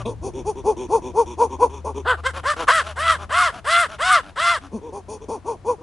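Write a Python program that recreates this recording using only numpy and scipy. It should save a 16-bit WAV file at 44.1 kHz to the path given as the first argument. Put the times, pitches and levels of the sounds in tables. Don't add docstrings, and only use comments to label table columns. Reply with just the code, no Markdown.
import sys
import numpy as np
from scipy import signal
from scipy.fft import rfft, irfft
from scipy.io import wavfile
from scipy.ndimage import uniform_filter1d

SR = 44100
rng = np.random.default_rng(int(sys.argv[2]) if len(sys.argv) > 2 else 0)


def dump_mix(stems):
    frames = np.atleast_2d(stems).T
    limited = np.clip(frames, -1, 1)
    pcm = np.round(limited * 32767).astype(np.int16)
    wavfile.write(sys.argv[1], SR, pcm)


N = 256662
T = np.arange(N) / SR


def undb(db):
    return 10 ** (np.asarray(db) / 20)


def colour(x, points):
    hz, db = np.transpose(points)
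    grid = np.maximum(np.fft.rfftfreq(4096, 1 / SR), 1)
    cepstrum = irfft(np.log(undb(np.interp(np.log(grid), np.log(hz), db))))
    half = len(cepstrum) // 2
    folded = np.r_[cepstrum[0], 2 * cepstrum[1:half], np.zeros(half)]
    impulse = irfft(np.exp(rfft(folded)))[:half]
    return signal.fftconvolve(x, impulse)[:N]


def cut(x, hz, kind, order=4):
    return signal.sosfilt(signal.butter(order, hz, kind, fs=SR, output="sos"), x)


def unit(x):
    return x / np.std(x)


def steady(x, seconds):
    size = int(seconds * SR) + 1
    power = uniform_filter1d(uniform_filter1d(x * x, size), size)
    return x / np.sqrt(np.abs(power) + 1e-12)


def noise():
    return rng.standard_normal(N)


def wander(hz):
    return unit(cut(noise(), hz, "low", order=2))


def pan(left_db):
    return undb(np.array([[1], [-1]]) * left_db / 2)


def notes(table):
    rows = np.array(table, float)
    halfway = (rows[1:, 0] + rows[:-1, 1]) / 2
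    return rows[np.searchsorted(halfway, T)].T


def gate(db, start, end, fade_s):
    sounding = (T >= start) & (T <= end)
    return uniform_filter1d(undb(db) * sounding, int(fade_s * SR) + 1)


def off_crest(progress, crest):
    return np.maximum((crest - progress) / crest, (progress - crest) / (1 - crest))


def cycle(hz, jitter):
    return 2 * np.pi * np.cumsum(hz * (1 + jitter * wander(196))) / SR


def folds(phase, slope_db, first=1, count=14, smear=0):
    return sum(undb(slope_db * np.log2(k)) * np.cos(k * phase + smear * k * k)
               for k in range(first, count))


def two_bands(x, throat, mouth, split_hz, hold_s):
    low = steady(cut(x, split_hz, "low", order=8), hold_s)
    high = steady(cut(x, split_hz, "high", order=8), hold_s)
    return throat * low + mouth * high


def air(phase, spectrum, pulsing):
    return unit(colour(noise() * (1 + pulsing * np.cos(phase)), spectrum))


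# time in seconds, pitch in Hz, level in dB.
HUM_PATH = [(0,121,-32),(0.402,84.6,-53.5),(1.2,77.56,-43.5),(1.8,77,-36),(2.35,77.5,-35),(2.7,77.83,-50),(2.901,78.36,-35.5),(3.3,81.43,-39.5),(3.6,78.76,-52.5),(5.82,92,-47)]
# time in seconds, relative level in dB.
RUMBLE_SWELL = [(.4,-39),(1.7,-47.5),(3.3,-46),(4.4,-49)]
# frequency in Hz, relative level in dB.
BACKGROUND_COLOUR = [(30,-14),(55,4.5),(90,-0.5),(140,-5),(250,-11),(950,-14.5),(1500,-21),(3000,-28.5),(11000,-39.5)]


def background():
    s, hz, db = np.transpose(HUM_PATH)
    hum_level = undb(np.interp(T, s, db) + 1.1 * wander(16))
    hum = np.sqrt(2) * np.cos(cycle(np.interp(T, s, hz), jitter=0.035)) * hum_level
    swell = undb(np.interp(T, *np.transpose(RUMBLE_SWELL)))
    mid, side = (unit(colour(noise(), BACKGROUND_COLOUR)) for _ in range(2))
    bed = mid + undb(-8) * side * np.array([[1], [-1]])
    rumble = undb(2.5) * swell * cut(bed, 198, "low")
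    faint_hiss = undb(-49.5) * cut(bed, 223, "high")
    return (hum + rumble + faint_hiss) * pan(3.6)


def reflections(x, t60, wet_db):
    t = T[:SR // 2]
    decay = np.exp(-np.log(1000) * t / t60) * (t > .002)
    tails = rng.standard_normal((2, len(t))) * decay
    bright = colour(x, [(300, -4), (1200, -7), (4000, -1.5), (9000, 2.5)])
    return undb(wet_db) * np.array([signal.fftconvolve(bright, h / np.linalg.norm(h))[:N] for h in tails])


# start and end in seconds, throat tone in Hz before the bend, relative levels of
# throat, mouth and hiss in dB, mouth opening 0-1.
PANT_NOTES = [(-.03,.035,598,-38.5,-39.5,-41,0.67),(.335,.43,397,-30.5,-72,-48.5,0.1),(.555,.625,410,-32,-44.5,-50,0.04),(.765,.87,381.7,-29.5,-44.5,-45.5,0.01),
              (1.02,1.12,382,-31.5,-45.5,-48,0.01),(1.26,1.355,367.8,-36.5,-41,-46,0.02),(1.495,1.57,405,-34,-37,-49,0),(1.695,1.81,426.2,-39.5,-43,-50,0.11),
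              (1.945,2.02,425,-29.5,-43.5,-47.5,0.1),(2.17,2.215,513,-45,-43,-48,1),(2.335,2.41,548,-38,-36.5,-34.5,0.92),(2.563,2.652,501,-32,-35.5,-31,0.84),
              (2.835,2.935,652.5,-39,-42.5,-35,0.85),(3.185,3.26,614.7,-39.5,-39.5,-40,0.8),(3.52,3.605,729,-38,-50,-38,0.88),(3.885,3.97,655,-43,-48,-39,0.83),
              (4.23,4.32,295.7,-45,-59,-44.5,0.92),(4.61,4.69,284.3,-44.5,-54,-47.5,0.75),(4.815,4.915,475.2,-35,-51,-59.5,0),(5.205,5.26,450.2,-37,-55,-55.5,0.11),
              (5.78,5.85,489,-42,-54,-70,0.23)]
# share of the length, level change in dB, pitch ratio.
PANT_CONTOUR = [(0, -7.5, .83), (.15, -4, .96), (.5, 1, 1.01), (.8, -2.5, .93), (0.999, -13.5, .85)]
# frequency in Hz, relative level in dB.
INWARD_ROUNDED_LIPS = [(120,-34),(230,-0.5),(400,-0.5),(520,-4.5),(680,-15),(950,21.5),(1130,4.5),(1400,-53),(2500,-60)]
# frequency in Hz, relative level in dB.
INWARD_OPEN_MOUTH = [(180,-10),(290,-7.5),(420,-19),(600,-6),(850,10.5),(1200,23.5),(1600,-16),(2100,-22),(4000,-21)]
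# frequency in Hz, relative level in dB.
PANT_RUSH = [(1300,-6),(2000,-13),(2450,6),(2800,-4.5),(3500,4),(4050,-17),(4500,-14),(4950,-27),(5600,3),(6800,-1),(7900,-17),(8700,-6.5),(11000,-18.5)]
# frequency in Hz, relative level in dB.
OPEN_RUSH = [(900,-58.5),(1300,18.5),(1900,3),(2350,3),(2900,5),(3600,-0.5),(4300,-4),(4900,-5.5),(6500,-11.5),(7300,-11),(8500,-13),(9200,-27),(10000,-5),(11000,-15.5)]
PANT_VOICING_DB = -31


def pants():
    start, end, tone_hz, *levels_db, opening = notes(PANT_NOTES)
    progress = (T - start) / (end - start)
    at, shape_db, bend = np.transpose(PANT_CONTOUR)
    hz = tone_hz * np.interp(progress, at, bend)
    shape = np.interp(progress, at, shape_db)
    throat, mouth, hiss = (gate(db + shape, start, end, fade_s=0.0016) for db in levels_db)
    phase, rattle = cycle(hz, jitter=.03), cycle(hz / 3, jitter=.025)
    rasp = noise() * (1 + .5 * np.cos(rattle)) + .25 * folds(rattle, slope_db=0, first=2)
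    rounded = colour(rasp + .7 * folds(phase, slope_db=-14), INWARD_ROUNDED_LIPS)
    voicing = 0.23 * throat / undb(PANT_VOICING_DB)
    wide = colour(rasp + voicing * folds(phase, slope_db=4), INWARD_OPEN_MOUTH) + 0.24 * np.cos(phase)
    body = two_bands((1 - opening) * rounded + opening * wide, throat, mouth, split_hz=647, hold_s=0.087)
    rounded_rush = air(rattle, PANT_RUSH, pulsing=0.41)
    open_rush = air(rattle, OPEN_RUSH, pulsing=0.33)
    rush = (1 - opening) * rounded_rush + opening * open_rush
    flicker = undb(1.86 * wander(50) + 1.36)
    return (body + hiss * rush) * flicker


# start and end in seconds, crest as a share of the length, top pitch in Hz, sag of the
# pitch at the ends 0-1, relative crest levels of throat, mouth and hiss in dB, amount of flutter,
# hard catch at the onset 0-1.
HOOT_NOTES = [(.054, .144, 0.27, 475.2, 0.14, -25.5, -33, -45.5, 1.1, 1),
              (.212, .309, .6, 401, 0.3, -26, -37.5, -42, 0.47, 0),
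              (.445, .53, .53, 437.2, 0.31, -21, -25, -40.5, 0.08, 0),
              (.637, .746, .48, 438.5, 0.35, -14.5, -20, -40.5, 0.18, .15),
              (.884, 1.004, .54, 461.7, 0.48, -16, -16, -39, 0.16, 0.18),
              (1.137, 1.25, .55, 470.4, 0.32, -15, -13.5, -39.5, 0.13, 0.15),
              (1.372, 1.485, .44, 481.8, 0.35, -18, -12, -39.5, 0.32, .1),
              (1.585, 1.685, .47, 493.7, 0.44, -17, -11.5, -40, 0.39, 0.02),
              (1.846, 1.931, 0.39, 446.6, 0.23, -29.5, -24.5, -49.5, .6, 0.74),
              (4.715, 4.801, .41, 225.6, 0.53, -26.5, -46.5, -52, 0.02, 0),
              (4.925, 5.01, 0.475, 410.2, .14, -32.5, -34, -50, 0.2, 0.4),
              (5.084, 5.183, .42, 439.3, 0.13, -33, -39, -44, 0.44, 0.54),
              (5.284, 5.392, .38, 457, 0.5, -28, -28.5, -46, 0.26, 0.73),
              (5.445, 5.563, 0.41, 471, 0.4, -26.5, -25, -47, 0.34, 0.02),
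              (5.645, 5.757, .46, 496.5, 0.3, -20, -20, -44.5, 0.14, 0.17)]
# frequency in Hz, relative level in dB.
ROUNDED_LIPS = [(120,-24),(240,8.5),(380,6.5),(500,12),(630,-1.5),(740,-6),(930,9),(1100,3.5),(1250,-16.5),(1450,-16.5),(1750,-39),(2420,-22),(2900,-32),(6000,-37)]
# frequency in Hz, relative level in dB.
ROUNDED_RUSH = [(1300,-2),(1900,-48),(2450,18),(2850,0.5),(3400,11),(3950,-4.5),(4450,12.5),(5050,7.5),(5800,18),(6800,17),(7900,-2.5),(8800,15.5),(10000,15),(11000,-9)]
# frequency in Hz, relative level in dB.
PARTED_RUSH = [(1500, -18), (2050, -8), (2500, 13), (2950, -3.5), (3450, 15), (3900, 7.5), (4400, -25),
               (6000, -23), (9000, -5), (11000, -11)]
# (level at the ends in dB, bluntness of the arch)
HOOT_THROAT, HOOT_MOUTH, HOOT_HISS = (-44, 1.9), (-51.5, 1.62), (-72.5, 2.85)
HOOT_PITCH_BLUNTNESS = 1.85
LIPS_ROUND_S = 0.11
HOOT_BUZZ = 0.23
# (lift of throat, mouth, hiss in dB)
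CATCH_LIFT_DB, CATCH_S, DOUBLING_S = (15.5, 12, 25.5), 0.024, 0.032
HOOT_HOARSE_DB = 10
TUNED_OCTAVE_DB = -3


def hoots():
    start, end, crest, top_hz, sag, *tops_db, flutter, catch = notes(HOOT_NOTES)
    progress = np.clip((T - start) / (end - start), 0, 1)
    away = off_crest(progress, crest)
    hz = top_hz * (1 - sag * away ** HOOT_PITCH_BLUNTNESS)
    burst = catch * np.exp(-((T - start) / CATCH_S) ** 2) * away
    bands = []
    arches = (HOOT_THROAT, HOOT_MOUTH, HOOT_HISS)
    for top_db, (edge_db, bluntness), lift_db in zip(tops_db, arches, CATCH_LIFT_DB):
        arch_db = top_db + (edge_db - top_db) * away ** bluntness
        bands.append(gate(arch_db + lift_db * burst, start, end, fade_s=0.0069))
    throat, mouth, hiss = bands
    slack = 1 / (1 + throat / undb(-15))
    hoarse = undb(HOOT_HOARSE_DB) * noise() * slack * np.sqrt(flutter)
    phase = cycle(hz, jitter=0.01)
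    doubling = catch * np.exp(-((T - start) / DOUBLING_S) ** 2)
    limp = 3.47 * slack * doubling * np.cos(phase / 2)
    flap = 1.6 * flutter * progress * (np.cos(cycle(hz / 3, jitter=0.0882)) + 0.86 * wander(94))
    source = folds(phase, slope_db=-8) * (flap + limp)
    source = source + np.cos(phase) + folds(phase, slope_db=-9.5, first=3)
    octave = undb(TUNED_OCTAVE_DB) * np.cos(2 * phase)
    voice = colour(source + hoarse, ROUNDED_LIPS) + octave
    pulses = folds(phase + 0.087 * wander(250), slope_db=-0.5, first=4, count=25, smear=0.37)
    puffs = noise() * (1 + 0.78 * np.cos(phase))
    rounded, parted = (np.sqrt(HOOT_BUZZ) * unit(colour(pulses, lips))
                       + np.sqrt(1 - HOOT_BUZZ) * unit(colour(puffs, lips))
                       for lips in (ROUNDED_RUSH, PARTED_RUSH))
    opening = np.clip(1 - (T / LIPS_ROUND_S) ** 4, 0, 1)
    rush = np.sqrt(1 - opening) * rounded + np.sqrt(opening) * parted
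    body = two_bands(voice, throat, mouth, split_hz=740, hold_s=0.053)
    return undb(-0.28) * body + undb(-1.0) * hiss * rush


TREBLE_EDGES_HZ, TREBLE_SHIFT_DB, TREBLE_SHIFT_HZ = (2400, 3230, 3600, 4260, 6260, 8000), 3, 13.8


def shifting(x):
    out = 0
    for hz in TREBLE_EDGES_HZ[::-1]:
        low = signal.sosfiltfilt(signal.butter(4, hz, fs=SR, output="sos"), x)
        out = out + (x - low) * undb(TREBLE_SHIFT_DB * wander(TREBLE_SHIFT_HZ))
        x = low
    return out + x


# start, end and attack in seconds, crest as a share of the length, top pitch in Hz,
# scoop of the pitch at the start 0-1, relative levels of throat, mouth and hiss in dB, moment of the surge
# and its half width (to 1/e) in seconds, its gain in dB before each band takes its share, dip of the
WHOOP_NOTES = [(2.048, 2.16, 0.028, 0.43, 508, 0.61, -30.5, -28, -38, 2.108, 0.052, 10.5, 0, 0.62, 0.27),
               (2.234, 2.316, 0.025, .57, 535, 0.37, -31, -27, -32.5, 2.266, .0094, 9.5, 0.01, .3, 0.14),
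               (2.433, 2.547, 0.044, 0.77, 601, .42, -29.5, -22, -30.5, 2.51, .045, 3, 0, 0.56, 0.6),
               (2.671, 2.831, 0.017, 0.42, 660, 0, -30, -19, -25.5, 2.697, .018, 8, 0.27, 0.71, 0.4),
               (2.958, 3.175, .05, 0.61, 679, .4, -33, -24, -30.5, 3.097, 0.03, 8.5, .04, 0.61, 0.66),
               (3.293, 3.515, 0.047, 0.53, 727, 0.51, -30, -22, -29, 3.403, 0.049, 6, .01, .7, 0.8),
               (3.644, 3.872, .055, .6, 722, .47, -27.5, -20.5, -26, 3.762, .049, 3.5, 0.05, 0.54, 0.38),
               (3.985, 4.215, 0.037, 0.47, 744, 0.49, -28, -23, -28.5, 4.131, 0.05, 9, 0, 0.53, .88),
               (4.358, 4.59, 0.046, 0.56, 720, 0.47, -32, -22.5, -29, 4.485, 0.043, 5, 0.05, 0.49, 0.58)]
# frequency in Hz, relative level in dB.
OPEN_MOUTH = [(200,-7.5),(450,-2),(700,8),(860,-1.5),(1100,7),(1300,6),(1550,5.5),(1800,2),(2100,0.5),(2350,-21.5),(3200,-5.5),(4300,-14.5),(5000,-14.5),(6600,-19.5),(8300,-11),(11000,-26.5)]
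# frequency in Hz, change in dB.
HALF_OPEN_JAW = [(1550,1),(2100,-8.5),(2900,2),(4500,3),(5500,-10),(8000,-2.5)]
# frequency in Hz, change in dB.
PARTING_JAW = [(1050, -1), (1500, -2.5), (2100, -7.5), (3000, -8)]
# frequency in Hz, change in dB.
WIDE_JAW = [(1050, -1.5), (1550, 4), (2100, -1), (3000, 0.5)]
JAW_DROP_SHARE = 0.61
# (depth of the fades in dB, multiple of the attack time, release in seconds, share of the surge it takes)
WHOOP_THROAT, WHOOP_MOUTH = (22, 1.07, 0.05, 0.35), (19.4, 0.71, 0.032, 1.2)
WHOOP_HISS = (20.8, 1.29, 0.053, 0.64)
WHOOP_PITCH_BLUNTNESS, WHOOP_FALL = 2.85, 0.48
CALM_HARSHNESS = 0.83
SECOND_HZ, SECOND_CLIMB_HZ, SECOND_WANDER_HZ = 994, 230, 35.52
BLUR_RAD, HARSH_BLUR_RAD = 0.026, 0.23


def whoops():
    (start, end, attack_s, crest, top_hz, scoop, *holds_db,
     surge_s, width_s, surge_db, dip, top_harsh, second) = notes(WHOOP_NOTES)
    surge = np.exp(-((T - surge_s) / width_s) ** 2)
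    progress = np.clip((T - start) / (end - start), 0, 1)
    away = off_crest(progress, crest)
    sag = np.where(progress < crest, scoop, WHOOP_FALL)
    hz = top_hz * (1 - sag * away ** WHOOP_PITCH_BLUNTNESS) * (1 - dip * surge)
    bands = []
    shapes = (WHOOP_THROAT, WHOOP_MOUTH, WHOOP_HISS)
    for hold_db, (depth_db, slowness, release_s, push) in zip(holds_db, shapes):
        rise = np.clip(1 - (T - start) / (slowness * attack_s), 0, 1) ** 2
        fall = np.clip(1 - (end - T) / release_s, 0, 1) ** 2
        level_db = hold_db - depth_db * (rise + fall) + push * surge_db * surge
        bands.append(gate(level_db, start, end, fade_s=0.0037))
    throat, mouth, hiss = bands
    second_hz = SECOND_HZ + SECOND_CLIMB_HZ * surge + SECOND_WANDER_HZ * wander(25.58)
    phase, second_phase = cycle(hz, jitter=0.00694), cycle(second_hz, jitter=0.0178)
    harsh = top_harsh * (CALM_HARSHNESS + (1 - CALM_HARSHNESS) * surge)
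    share = np.clip(second * surge ** 0.39, 0, .85)
    beat = 1 + .3 * share * np.cos(2 * phase - second_phase) + .3 * harsh * wander(280)
    hoarse = undb(10.5) * noise() / (1 + (throat / undb(-42.5)) ** 2)
    uneven = phase + (BLUR_RAD + HARSH_BLUR_RAD * harsh ** 2) * wander(330)
    pulses = folds(uneven, slope_db=-3.5, first=2, count=18, smear=0.247)
    overtones = colour(pulses * beat + hoarse, OPEN_MOUTH)
    dropped = np.clip(progress / JAW_DROP_SHARE, 0, 1)
    overtones = (1 - dropped) * colour(overtones, PARTING_JAW) + dropped * colour(overtones, WIDE_JAW)
    mouth_left = mouth * np.sqrt(1 - share ** 2)
    clean_treble = undb(1.0) * hiss * np.sqrt(1 - harsh)
    upper = two_bands(overtones, mouth_left, clean_treble, split_hz=2265, hold_s=0.054)
    tones = np.sqrt(2) * (throat * np.cos(phase) + share * mouth * np.cos(second_phase))
    rush = undb(4.5) * hiss * np.sqrt(harsh) * air(phase, OPEN_RUSH, pulsing=0.21) * beat
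    voice = shifting(tones + upper + rush)
    jaw = np.interp(T, [WHOOP_NOTES[0][1], WHOOP_NOTES[1][0]], [0, 1])
    return undb(-0.03) * (jaw * voice + (1 - jaw) * colour(voice, HALF_OPEN_JAW))


def scene():
    soft, loud = hoots() + pants(), whoops()
    direct = soft * pan(1.8) + loud * pan(0.89)
    return direct + reflections(soft + loud, t60=0.15, wet_db=-11.0) + background()


def record(dry):
    return signal.sosfilt(signal.ellip(10, .2, 70, 11150, fs=SR, output="sos"), dry)


dry = scene()
out = record(dry)
dump_mix(out)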